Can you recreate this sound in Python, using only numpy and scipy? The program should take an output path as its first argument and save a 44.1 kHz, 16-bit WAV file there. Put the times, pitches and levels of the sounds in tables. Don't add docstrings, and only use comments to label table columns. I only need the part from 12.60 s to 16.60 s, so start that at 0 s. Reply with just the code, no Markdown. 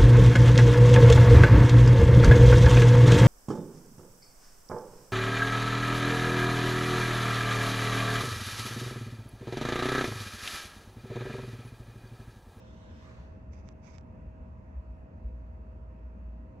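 import sys
import numpy as np
from scipy import signal
from scipy.fft import rfft, irfft
from scipy.io import wavfile
from scipy.ndimage import uniform_filter1d

SR = 44100
rng = np.random.default_rng(int(sys.argv[2]) if len(sys.argv) > 2 else 0)


def output_pcm(signal):
    pcm = np.clip(np.atleast_2d(signal).T, -1, 1) * 32767
    wavfile.write(sys.argv[1], SR, np.round(pcm).astype(np.int16))


N = 176400
T, HZ = np.arange(N) / SR, np.fft.rfftfreq(N, 1 / SR)


def amp(db):
    return 10 ** (np.asarray(db) / 20)


def unit(x):
    return x / np.sqrt(np.mean(abs(x) ** 2) + 1e-20)


def spectrum(points):
    hz, value = np.transpose(points)
    return np.interp(np.log(HZ + 1), np.log(hz + 1), value)


def level(points):
    return amp(np.interp(T, *np.transpose(points)))


def colour(x, points):
    return unit(irfft(rfft(x) * amp(spectrum(points)), N))


def lowpass(x, hz, order):
    return irfft(rfft(x) / (1 + (HZ / hz) ** order), N)


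def drift(rate_hz):
    return unit(irfft(rfft(rng.standard_normal(N)) * np.exp(-(HZ / rate_hz) ** 2), N))


def diffuse(lean_db, patchy_db, lag_s):
    # Hz, correlation from -1 to 1.
    likeness = [(60, 0.97), (130, 1), (250, 0.97), (500, -0.28), (950, 0.044), (1700, -0.21),
                (3000, -0.047)]
    # Hz, share of the power.
    direct_share = [(200, 0), (500, 0.46), (1000, 0.28), (2400, 0.26), (4500, 0.07), (8000, 0.5)]
    same, share = spectrum(likeness), spectrum(direct_share)
    mid, side, source = rfft(rng.standard_normal((3, N)))
    mid, side = mid * np.sqrt((1 + same) / 2), side * np.sqrt((1 - same) / 2)
    around = np.sqrt(1 - share) * np.array([mid + side, mid - side])
    direct = np.sqrt(share) * np.array([source * np.exp(-2j * np.pi * HZ * lag_s), source])
    pair = irfft((around + direct) * amp(lean_db * np.array([[.5], [-.5]])), N)
    frames = signal.stft(pair, nperseg=512, noverlap=384)[2]
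    patches = uniform_filter1d(rng.standard_normal(frames.shape[1:]), size=4, axis=0)
    patches = unit(uniform_filter1d(patches, size=40, axis=1))
    return signal.istft(frames * amp(patchy_db * patches), nperseg=512, noverlap=384)[1][:, :N]


def room(tone_db=-53.5, patchy_db=1.33, lag_s=0.000373):
    # Hz, relative dB.
    tone_colour = [(100, 3.5), (150, -0.5), (195, 2.5), (240, -2), (300, -6), (390, -11.5), (520, -10.5),
                   (680, -13.5), (760, -16), (870, -17), (980, -14.5), (1150, -21.5), (1450, -23),
                   (1800, -25.5), (2300, -32), (2600, -28.5), (2850, -36), (3060, -41.5), (3800, -46.5),
                   (6400, -51.5), (7000, -55), (7700, -56), (8800, -74), (11500, -69), (13500, -77.5),
                   (15500, -68)]
    # Hz, relative dB.
    rumble_colour = [(15, -33), (28, -12.5), (42, -10), (56, -1.5), (74, 4.5), (90, 0.5), (105, -12.5),
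                     (150, -30.5), (300, -69)]
    # Hz, left minus right in dB.
    tone_lean = [(100, 6.5), (180, 3.5), (300, -1.2), (520, -0.5), (690, -1.5), (950, -4.5), (1520, -3),
                 (2610, -.5), (3400, 1.5), (5500, -8.5), (7700, -13.5), (9500, 21)]
    # seconds, gain in dB.
    bass_gain = [(0, -1.5), (1.1, 1), (2, 1), (3.2, -0.5), (3.7, 1.5)]
    upper_gain = [(0, -0.068), (1.2, 0.76), (2.3, -0.092), (4, -0.86)]
    rumble_gain = [(0, -52), (1.2, -49), (1.65, -50), (2.25, -50), (2.41, -45.5), (2.5, -60), (2.57, -47.5),
                   (4, -51)]
    tone = colour(diffuse(spectrum(tone_lean), patchy_db, lag_s), tone_colour)
    tone = unit(tone - lowpass(tone, hz=100.7, order=3))
    bass = lowpass(tone, hz=300, order=6)
    tone = bass * level(bass_gain) + (tone - bass) * level(upper_gain)
    rumble = colour(diffuse(0, 0, lag_s), rumble_colour)
    return amp(tone_db) * tone + level(rumble_gain) * rumble


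def fan(waver=0.32, lag_s=0.00016, hum_waver_db=1, swell_db=2.14):
    # pitch in Hz, left level in dB, right level in dB.
    hum_hz, left_db, right_db = (635.2, -65.5, -64.5)
    # pitch in Hz, left level in dB, right level in dB, width in Hz.
    tones = [(119, -64, -57, 3.5), (224.6, -65.5, -63.5, 5), (515, -81, -66.5, 10), (563, -79, -76, 10),
             (929, -80.5, -74, 8), (1268, -88.5, -81.5, 11), (2555, -90.5, -93.5, 40),
             (2900, -96.5, -97, 31), (4510, -97.5, -99.5, 70), (6500, -104, -101, 100)]
    arrival = T - np.array([[lag_s], [0]])
    hum = np.cos(2 * np.pi * hum_hz * arrival) * amp(hum_waver_db * drift(rate_hz=2.6))
    out = amp([[left_db], [right_db]]) * unit(hum)
    for hz, left_db, right_db, width in tones:
        turns = hz * arrival + np.cumsum(width / 2 * drift(width)) / SR
        tone = np.cos(2 * np.pi * turns) * (1 + waver * drift(width))
        out += amp([[left_db], [right_db]]) * unit(tone * amp(swell_db * drift(rate_hz=6.7)))
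    return out


def sleeve(grain=0.053, patchy_db=2.3, turn_s=0.447, turn_width_s=0.023,
           glide_db=-16.5, glide_width_hz=530, slows_s=0.44, dull_db_per_s=24):
    # seconds, gain in dB.
    swell = [(0, -63.5), (.25, -63.5), (.35, -62), (.48, -59.5), (.575, -60), (.66, -64), (.75, -70),
             (.9, -83), (1.1, -110)]
    # Hz, left minus right in dB.
    lean = [(1050, -10.5), (1500, -0.5), (1950, -0.5), (3200, 1), (4200, 0), (5000, -4.5), (6100, -6),
            (7300, 1.5), (8200, 0.5)]
    # Hz, relative dB.
    light_colour = [(350, -18), (700, 0), (1050, 3.5), (1450, -2), (1950, -2), (2450, -8.5), (3100, -3.5),
                    (4000, -10), (4800, -13.5), (6000, -11), (7000, -19), (8000, -19), (9100, -33),
                    (10800, -32), (14000, -36)]
    firm_colour = [(350, -21.5), (700, -5.5), (1050, 6), (1500, 0.5), (2000, -0.5), (2600, -7.5),
                   (3500, -10), (4400, -11.5), (4850, -13), (6000, -10), (7000, -18), (8000, -18),
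                   (9100, -33), (10800, -28), (14000, -36)]
    # seconds, centre in Hz.
    glide_path = [(.3, 3107), (.6, 4430)]
    light = colour(diffuse(spectrum(lean), patchy_db, lag_s=0.000278), light_colour)
    firm = colour(diffuse(spectrum(lean), patchy_db, lag_s=0.00017), firm_colour)
    firmness = (1 + np.tanh((T - turn_s) / turn_width_s)) / 2
    hiss = np.sqrt(1 - firmness) * light + np.sqrt(firmness) * firm
    carrier = np.exp(2j * np.pi * np.cumsum(np.interp(T, *np.transpose(glide_path))) / SR)
    band = np.array([drift(glide_width_hz) + 1j * drift(glide_width_hz) for _ in hiss])
    hiss += amp(glide_db) * (carrier * band).real
    body = lowpass(hiss, hz=3800, order=6)
    treble = (hiss - body) * amp(-dull_db_per_s * np.maximum(T - slows_s, 0))
    return level(swell) * (body + treble) * (1 + grain * drift(rate_hz=680))


def bumps():
    # centre in seconds, peak in dB, pitch in Hz, half length in seconds.
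    knocks = [(0.6, -37, 70, 0.022), (0.719, -42.5, 69.4, 0.0065), (0.905, -40, 70.5, 0.021),
              (1.068, -43, 65, 0.0098), (1.681, -35.5, 63.5, 0.014), (1.823, -36, 65, 0.02),
              (2.184, -30.5, 63.8, 0.028), (2.311, -35.5, 58.5, 0.027), (2.665, -27.5, 60, 0.02)]
    out = np.zeros(N)
    for centre, db, hz, half in knocks:
        envelope = amp(db) * np.exp(-((T - centre) / half) ** 2)
        out -= envelope * np.cos(2 * np.pi * hz * (T - centre))
    return out


def through_shell(left, right):
    # Hz, gain on the left in dB.
    far_side = [(1000, -8), (1800, -8), (2350, -13.5), (3100, -7), (3700, -9.5), (5200, -26), (7500, -17),
                (9000, -3)]
    return np.array([irfft(rfft(left) * amp(spectrum(far_side)), N), right])


def slides(slips_per_s=5300, slip_spread_db=1, smooth_rub=0.62, unsteady_db=0.6):
    # seconds, gain in dB.
    strokes = [
        [(.908, -86), (.935, -59), (.962, -69), (.998, -63.5), (1.03, -78), (1.08, -65), (1.1, -71),
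         (1.125, -74), (1.135, -97)],
        [(1.212, -88), (1.235, -63.5), (1.278, -57), (1.325, -62.5), (1.355, -58), (1.374, -67), (1.395, -71),
         (1.425, -91)],
    ]
    # Hz, relative dB.
    shell = [(500, -3), (1000, 2), (1700, -2), (2280, 8.5), (2600, 2), (3080, -9.5), (3600, -5),
             (4150, -11.5), (4850, -1.5), (5250, -1.5), (6000, 0), (6550, -1), (6950, -10), (7450, -10),
             (8700, -30), (11000, -29), (15000, -39)]
    envelope = sum(level(curve) * (T > curve[0][0]) * (T < curve[-1][0]) for curve in strokes)
    slipping = rng.random((2, N)) < slips_per_s / SR
    slips = slipping * amp(-slip_spread_db * rng.exponential(1, (2, N)))
    rub = colour((slips + smooth_rub) * rng.standard_normal((2, N)), shell)
    return through_shell(*rub) * envelope * amp(unsteady_db * drift(rate_hz=86))


def ticks(rise_s=0.00015, lag_cycles=0.7, left_db=-7):
    # start in seconds, gain in dB.
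    catches = [(1.0885, -38.5), (1.102, -67), (1.125, -61), (1.3828, -39.5), (1.3855, -49), (1.4108, -55)]
    # pitch in Hz, relative dB, seconds to fall by 60 dB.
    modes = [(7500, -4.5, 0.0031), (5730, 2, 0.0026), (3660, 1.5, 0.0017), (2200, 2.5, 0.002),
             (986, 0, 0.0052)]
    t = np.arange(SR // 20) / SR
    out, ring = np.zeros(N), np.zeros(len(t))
    for hz, db, t60 in modes:
        age = np.maximum(t - lag_cycles / hz, 0)
        attack = 1 - np.exp(-(age / rise_s) ** 2)
        ring += amp(db - 60 * age / t60) * attack * np.sin(2 * np.pi * hz * age)
    for start, db in catches:
        out[round(start * SR):][:len(t)] += amp(db) * ring
    out = lowpass(out, hz=8300, order=24)
    return through_shell(amp(left_db) * out, out)


def drone(hz=58.76, waver_hz=0.91, waver_db=0.9):
    # seconds, gain in dB.
    swell = [(0, -63.5), (2.69, -57.5), (2.73, -39), (2.81, -43.5), (2.92, -45.5), (3.1, -48), (3.3, -45),
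             (3.55, -44.5), (3.8, -43), (4, -63)]
    turns = np.cumsum(hz + waver_hz * drift(rate_hz=7.3)) / SR
    return level(swell) * unit(np.sin(2 * np.pi * turns)) * amp(waver_db * drift(rate_hz=4.4))


def scene():
    return room() + fan() + sleeve() + bumps() + slides() + ticks() + drone()


def record(dry):
    band_limit = signal.firwin(511, 15700, window=("kaiser", 9), fs=SR)
    return signal.oaconvolve(dry, band_limit[None], "same")


dry = scene()
out = record(dry)
output_pcm(out)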